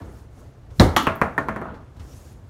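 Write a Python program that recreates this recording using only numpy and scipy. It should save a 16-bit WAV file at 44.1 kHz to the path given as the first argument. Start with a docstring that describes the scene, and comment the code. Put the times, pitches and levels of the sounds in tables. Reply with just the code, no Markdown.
"""A foosball shot in a live room, heard from one microphone above the table.
A figure cracks against the ball and the cabinet thumps; the ball clacks against the far end,
bounces on the playfield in fading knocks and rolls out. Around the shot, steel rods slide,
scrape and bump in their bearings. A low room rumble lies under it all."""
import sys
import numpy as np
from scipy import signal
from scipy.io import wavfile

SR = 44100
rng = np.random.default_rng(int(sys.argv[2]) if len(sys.argv) > 2 else 0)


def pcm_store(signal):
    """Save signal as 16-bit PCM."""
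    levels = np.round(np.clip(np.atleast_2d(signal), -1, 1) * 32767)
    wavfile.write(sys.argv[1], SR, levels.astype(np.int16).T)


N = 109941

# Spectra of the shot, far-end clack, landings and their ticks: (frequency [Hz], relative level [dB])
SHOT_SPECTRUM = [(35, -19.5), (75, -2), (220, -8), (330, -11.5), (650, -15), (860, -17.5), (2100, -28),
                 (2660, -46.5), (3700, -31), (5000, -37), (7500, -44.5), (16000, -54.5)]
CLACK_SPECTRUM = [(60, -19), (170, -14), (290, 1.5), (520, -23.5), (800, -3), (980, -7.5), (1250, -4.5),
                  (1700, -10.5), (1900, -10), (2450, -19), (3050, -10.5), (4900, -24.5), (6000, -20.5),
                  (7600, -32.5), (11500, -30), (16000, -40)]
BOUNCE_SPECTRUM = [(60, 1.5), (90, 2.5), (220, 3.5), (570, 0), (780, 1), (1080, 1.5), (1450, 0),
                   (1900, -5.5), (2800, -5), (5000, -40)]
TICK_SPECTRUM = [(3000, 13), (5000, 3), (6700, 3), (8000, -1), (9500, 1.5), (16000, -12)]
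# Resonances of the struck parts: (frequency [Hz], relative level [dB], t60 [s])
CABINET_MODES = [(54, -9, .3), (93, -6.5, .25), (122, -9.5, .22), (188, -9, .24), (256, -14, .24),
                 (296, -15, .25), (335, -17, .2), (587, -21, .25), (778, -23, .22)]
FIGURE_MODES = [(211.5, -3.5, .06), (3811, -27, .11), (4030, -3.5, 0.0091), (5700, -15, 0.012),
                (8440, -40, .11), (9330, -36.5, .18)]
FAR_END_MODES = [(868, -15, 0.15), (1142, -13, 0.077), (1271, -16.5, 0.091), (1900, -24.5, 0.2),
                 (3010, -27.5, 0.089), (3290, -24.5, 0.0994), (5873, -32.5, .15), (6864, -35, .08),
                 (11600, -31, 0.07)]
PLAYFIELD_MODES = [(212.6, -37.5, 0.22), (518, -38, 0.074), (587.2, -38.5, 0.21), (650.5, -41, 0.33),
                   (1081, -36, 0.19), (1412, -44.5, 0.3)]
BALL_MODES = [(6600, -43.5, 0.17), (8300, -43, 0.12)]
STEEL_MODES = [(12580, -31, .09), (13140, -30, .09), (13700, -31, .11)]
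# Ball landings: (time [s], knock level [dB], contact cut-off [Hz], tick level [dB], spot resonance [Hz])
LANDINGS = [(1.0686, 13.5, 3270, -12.5, 1086), (1.215, 14, 2370, -14, 1034), (1.3789, 11, 2100, -16, 1806),
            (1.4849, 6.5, 2170, -21.5, 1050), (1.5610, 1, 2100, -27.5, 1310), (1.6150, 0, 1870, -33, 1365),
            (1.6550, -3, 1510, -41, 1480), (1.6860, -7.5, 1400, -54, 1450)]
# Rods hitting their stops, and at 0.932 s the figure rebounding after the shot: (time [s], thud level [dB],
# rattle level [dB])
ROD_BUMPS = [(0.015, 0, -30.5), (0.704, -11, -30), (0.872, -3, -27), (0.932, 2, -25), (1.743, -29, -29.5),
             (1.964, -8, -32), (1.996, -3.5, -22)]
# Thin metallic tinks: (time [s], level [dB])
ROD_TINKS = [(1.0265, -17.5), (1.155, -22.5)]
# Loudness of the rolling ball and the sliding rods: (time [s], level [dB])
ROLL_LEVELS = [(0, -40.5), (0.19, -50.5), (0.3, -58.5), (0.42, -50), (0.55, -58.5), (1.45, -42.5),
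               (1.62, -38), (1.74, -39.5), (1.82, -49.5), (1.92, -57), (2.02, -50), (2.49, -56.5)]
SLIDE_LEVELS = [(0, -67), (0.2, -62), (0.28, -76.5), (0.4, -63), (0.52, -74), (0.7, -76.5), (0.83, -46.5),
                (0.9, -63), (1.93, -77), (2.02, -63.5), (2.13, -57), (2.32, -60), (2.4, -73)]
# A dry bearing, rising in pitch as the rod speeds up: (time [s], frequency [Hz], level [dB])
SCRAPE_PATH = [(2.04, 5200, -79), (2.12, 5600, -62), (2.24, 6930, -68), (2.39, 6900, -75.5)]
# Spectra of the rolling ball, the rod noises and the room rumble: (frequency [Hz], relative level [dB])
ROLL_SPECTRUM = [(70, -19.5), (110, 0.5), (300, 0), (650, -8.5), (1450, -13.5), (2500, -29.5), (4000, -36)]
THUD_SPECTRUM = [(35, -18), (70, 8.5), (130, -21), (300, -17.5), (900, -63), (2000, -44.5)]
RATTLE_SPECTRUM = [(800, 12), (2200, 4.5), (4500, 3), (7000, -4), (16000, -19)]
TINK_SPECTRUM = [(9000, -14), (11500, -11), (13000, -6), (15500, -7)]
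SLIDE_SPECTRUM = [(1500, -20.5), (2200, -10.5), (4500, -10), (6000, -6), (7600, -8.5), (12700, -12.5),
                  (16000, -18.5)]
RUMBLE_SPECTRUM = [(22, -9.5), (64, -1), (125, -3.5), (165, -18.5), (550, -23.5), (950, -32.5),
                   (6600, -51.5), (16000, -69.5)]
# Decay of the table and of the room around it: (frequency [Hz], t60 [s])
TABLE_DECAY = [(60, 0.254), (250, 0.18), (1000, 0.24), (3000, 0.13), (12000, 0.2)]
ROOM_DECAY = [(60, 0.37), (250, 0.42), (1200, 0.66), (3000, 0.33), (7000, 0.3), (15000, 0.13)]

SNAP_T60_S, TABLE_BUILD_S, ROOM_BUILD_S = .0087, .0018, .028
ECHO_S, ECHO_DB = .0054, -2   # first reflection
SLIDE_GRAIN_DB, GRAINS_PER_S = 2, 76   # uneven friction
TIME = np.arange(N) / SR
RING_TIME = TIME[:int(1.3 * SR)]
BAND_EDGES_HZ = 22 * 2 ** (np.arange(30) / 3)


def shot():
    """The swing jolts the cabinet, the figure cracks the ball, the cabinet booms and the rod shudders."""
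    out = np.zeros(N)
    hit_s, lead_s, swing_hz = .7976, .015, 100
    t = TIME[:int(lead_s * SR)]
    add(out, hit_s - lead_s, from_db(-15) * t / lead_s * np.sin(2 * np.pi * swing_hz * t))
    add(out, hit_s, from_db(24.5) * impact(SHOT_SPECTRUM, noise_pair(), snap_db=-5, room_db=-7.5))
    add(out, hit_s, ring(CABINET_MODES + FIGURE_MODES, spread_db=.5))
    bearing_buzz = grainy_noise(TICK_SPECTRUM, SLIDE_GRAIN_DB)[:len(RING_TIME)]
    add(out, hit_s, from_db(-32.5) * fade(t60=.36) * bearing_buzz)
    return out


def clack():
    """The ball hits the far end hard and sets it ringing."""
    out, hit_s = np.zeros(N), .964
    add(out, hit_s, from_db(16.5) * impact(CLACK_SPECTRUM, noise_pair(), snap_db=3, room_db=-4))
    add(out, hit_s, ring(FAR_END_MODES, spread_db=1))
    return out


def bounces():
    """Each landing ticks and rings the playfield at a new spot; slower landings are duller."""
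    out, common = np.zeros(N), noise_pair()
    common_share, spot_db, spot_t60_s = .18, -30.5, .062
    for s, knock_db, contact_hz, tick_db, spot_hz in LANDINGS:
        white = np.sqrt(common_share) * common + np.sqrt(1 - common_share) * noise_pair()
        knock = impact(BOUNCE_SPECTRUM, white, snap_db=2, room_db=-9)
        knock += ring(PLAYFIELD_MODES + [(spot_hz, spot_db, spot_t60_s)], spread_db=3.5)
        contact = signal.butter(7, contact_hz, fs=SR, output="sos")
        add(out, s, from_db(knock_db) * signal.sosfilt(contact, knock))
        first_touch = from_db(-4) * unit(rng.standard_normal(len(RING_TIME)) * fade(t60=.008))
        ball_ring = ring(BALL_MODES, spread_db=2)
        tick = impact(TICK_SPECTRUM, noise_pair(), snap_db=2.5, room_db=-5)
        add(out, s, from_db(tick_db) * (first_touch + ball_ring + tick))
    return out


def rolling_ball():
    """The ball rumbles unevenly over the playfield below the microphone."""
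    return envelope(ROLL_LEVELS) * grainy_noise(ROLL_SPECTRUM, grain_db=3.5)


def rods():
    """Steel rods hiss and scrape in their bearings, bump at their stops and tink; the figure knocks back once
    after the shot."""
    out = envelope(SLIDE_LEVELS) * grainy_noise(SLIDE_SPECTRUM, SLIDE_GRAIN_DB) + bearing_scrape()
    for s, thud_db, rattle_db in ROD_BUMPS:
        add(out, s, from_db(thud_db) * impact(THUD_SPECTRUM, noise_pair(), snap_db=-8.5, room_db=-12))
        add(out, s, from_db(rattle_db) * impact(RATTLE_SPECTRUM, noise_pair(), snap_db=-8, room_db=-18))
    for s, db in ROD_TINKS:
        tink = impact(TINK_SPECTRUM, noise_pair(), snap_db=6, room_db=-22)
        add(out, s, from_db(db) * (tink + ring(STEEL_MODES, spread_db=0)))
    return out


def bearing_scrape(half_width_hz=270):
    """Uneven slips in a dry bearing excite one narrow, rising resonance."""
    s, hz, db = np.transpose(SCRAPE_PATH)
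    narrow = signal.sosfilt(signal.butter(2, half_width_hz, fs=SR, output="sos"), noise_pair())
    phase = 2 * np.pi * np.cumsum(np.interp(TIME, s, hz)) / SR
    resonance = narrow[0] * np.cos(phase) + narrow[1] * np.sin(phase)
    slips = from_db(SLIDE_GRAIN_DB * np.interp(TIME * GRAINS_PER_S, np.arange(N), rng.standard_normal(N)))
    level = from_db(np.interp(TIME, s, db)) * (TIME > s[0]) * (TIME < s[-1])
    return level * unit(slips * resonance) * np.sqrt(N)


def room_tone():
    """The room's low, nearly even rumble."""
    return from_db(-43.5) * grainy_noise(RUMBLE_SPECTRUM, grain_db=1)


def impact(spectrum, white, snap_db, room_db):
    """One contact at the microphone: snap and first reflection, the table's ring, the room's tail."""
    out, energy = 0, 0
    direct = fade(SNAP_T60_S)
    echo = from_db(ECHO_DB) * np.pad(direct, (int(ECHO_S * SR), 0))[:len(RING_TIME)]
    snap = from_db(snap_db) * unit(np.hypot(direct, echo))
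    for hz, gain, band in bands(spectrum, white):
        table = unit(fade(at_hz(TABLE_DECAY, hz)) * (1 - np.exp(-RING_TIME / TABLE_BUILD_S)))
        room = unit(fade(at_hz(ROOM_DECAY, hz)) * (1 - np.exp(-RING_TIME / ROOM_BUILD_S)))
        shape = np.sqrt(snap ** 2 + table ** 2 + (from_db(room_db) * room) ** 2)
        onset = 1 - np.exp(-2 * hz * RING_TIME)   # low bands start more slowly
        out += gain * unit(band[-len(RING_TIME):] * shape * onset)
        energy += gain ** 2
    return out / np.sqrt(energy)


def ring(modes, spread_db):
    """Damped sines of alternating sign, each struck with a strength of its own."""
    out = 0
    for k, (hz, db, t60) in enumerate(modes):
        strength = (-1) ** k * from_db(db + spread_db * rng.normal())
        out += strength * fade(t60) * np.sin(2 * np.pi * hz * RING_TIME)
    return out


def grainy_noise(spectrum, grain_db):
    """Coloured noise of rms one; each band flickers on its own."""
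    out, knots = 0, np.arange(0, TIME[-1] + 1, 1 / GRAINS_PER_S)
    for _, gain, band in bands(spectrum, noise_pair()):
        flicker = np.interp(TIME, knots, rng.standard_normal(2000)[:len(knots)])
        out += gain * unit(band * from_db(grain_db * flicker))
    return unit(out) * np.sqrt(N)


def bands(spectrum, white):
    """Yield centre, gain and noise for each third octave of a spectrum."""
    for k, (low, high) in enumerate(zip(BAND_EDGES_HZ, BAND_EDGES_HZ[1:])):
        if high > spectrum[0][0] and low < spectrum[-1][0]:
            hz = np.sqrt(low * high)
            gain = from_db(at_hz(spectrum, hz)) * np.sqrt(high - low)
            bandpass = signal.butter(3, [low, high], "band", fs=SR, output="sos")
            yield hz, gain, signal.sosfilt(bandpass, white[k % 2])


def noise_pair():
    """Two independent white noises."""
    return rng.standard_normal((2, N))


def from_db(db):
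    """Decibels to gain."""
    return 10 ** (np.asarray(db) / 20)


def unit(x):
    """Scale to energy one."""
    return x / np.sqrt(np.sum(x ** 2) + 1e-20)


def at_hz(points, hz):
    """Read a table on a log-frequency axis."""
    frequencies, values = np.transpose(points)
    return np.interp(np.log(hz), np.log(frequencies), values)


def envelope(levels):
    """Gain through points of (time [s], level [dB])."""
    return from_db(np.interp(TIME, *np.transpose(levels)))


def fade(t60):
    """Fall by 60 dB every t60 seconds."""
    return from_db(-60 * RING_TIME / t60)


def add(out, s, sound):
    """Mix a sound in at time s."""
    start = int(s * SR)
    out[start:start + len(sound)] += sound[:N - start]


def scene():
    """Ball, rods and room in mono, from above the table."""
    roll = rolling_ball()
    return (shot() + clack() + bounces() + roll + rods() + room_tone())[None]


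def record(dry, low_cut_hz=32, high_cut_hz=15750):
    """The deepest bass is trimmed away, the loudest peaks are rounded off and the top is cut."""
    trimmed = signal.sosfilt(signal.butter(2, low_cut_hz, "high", fs=SR, output="sos"), dry)
    rounded = trimmed / (1 + trimmed ** 6) ** (1 / 6)
    return signal.sosfilt(signal.ellip(10, .1, 70, high_cut_hz, fs=SR, output="sos"), rounded)


dry = scene()
out = record(dry)
pcm_store(out)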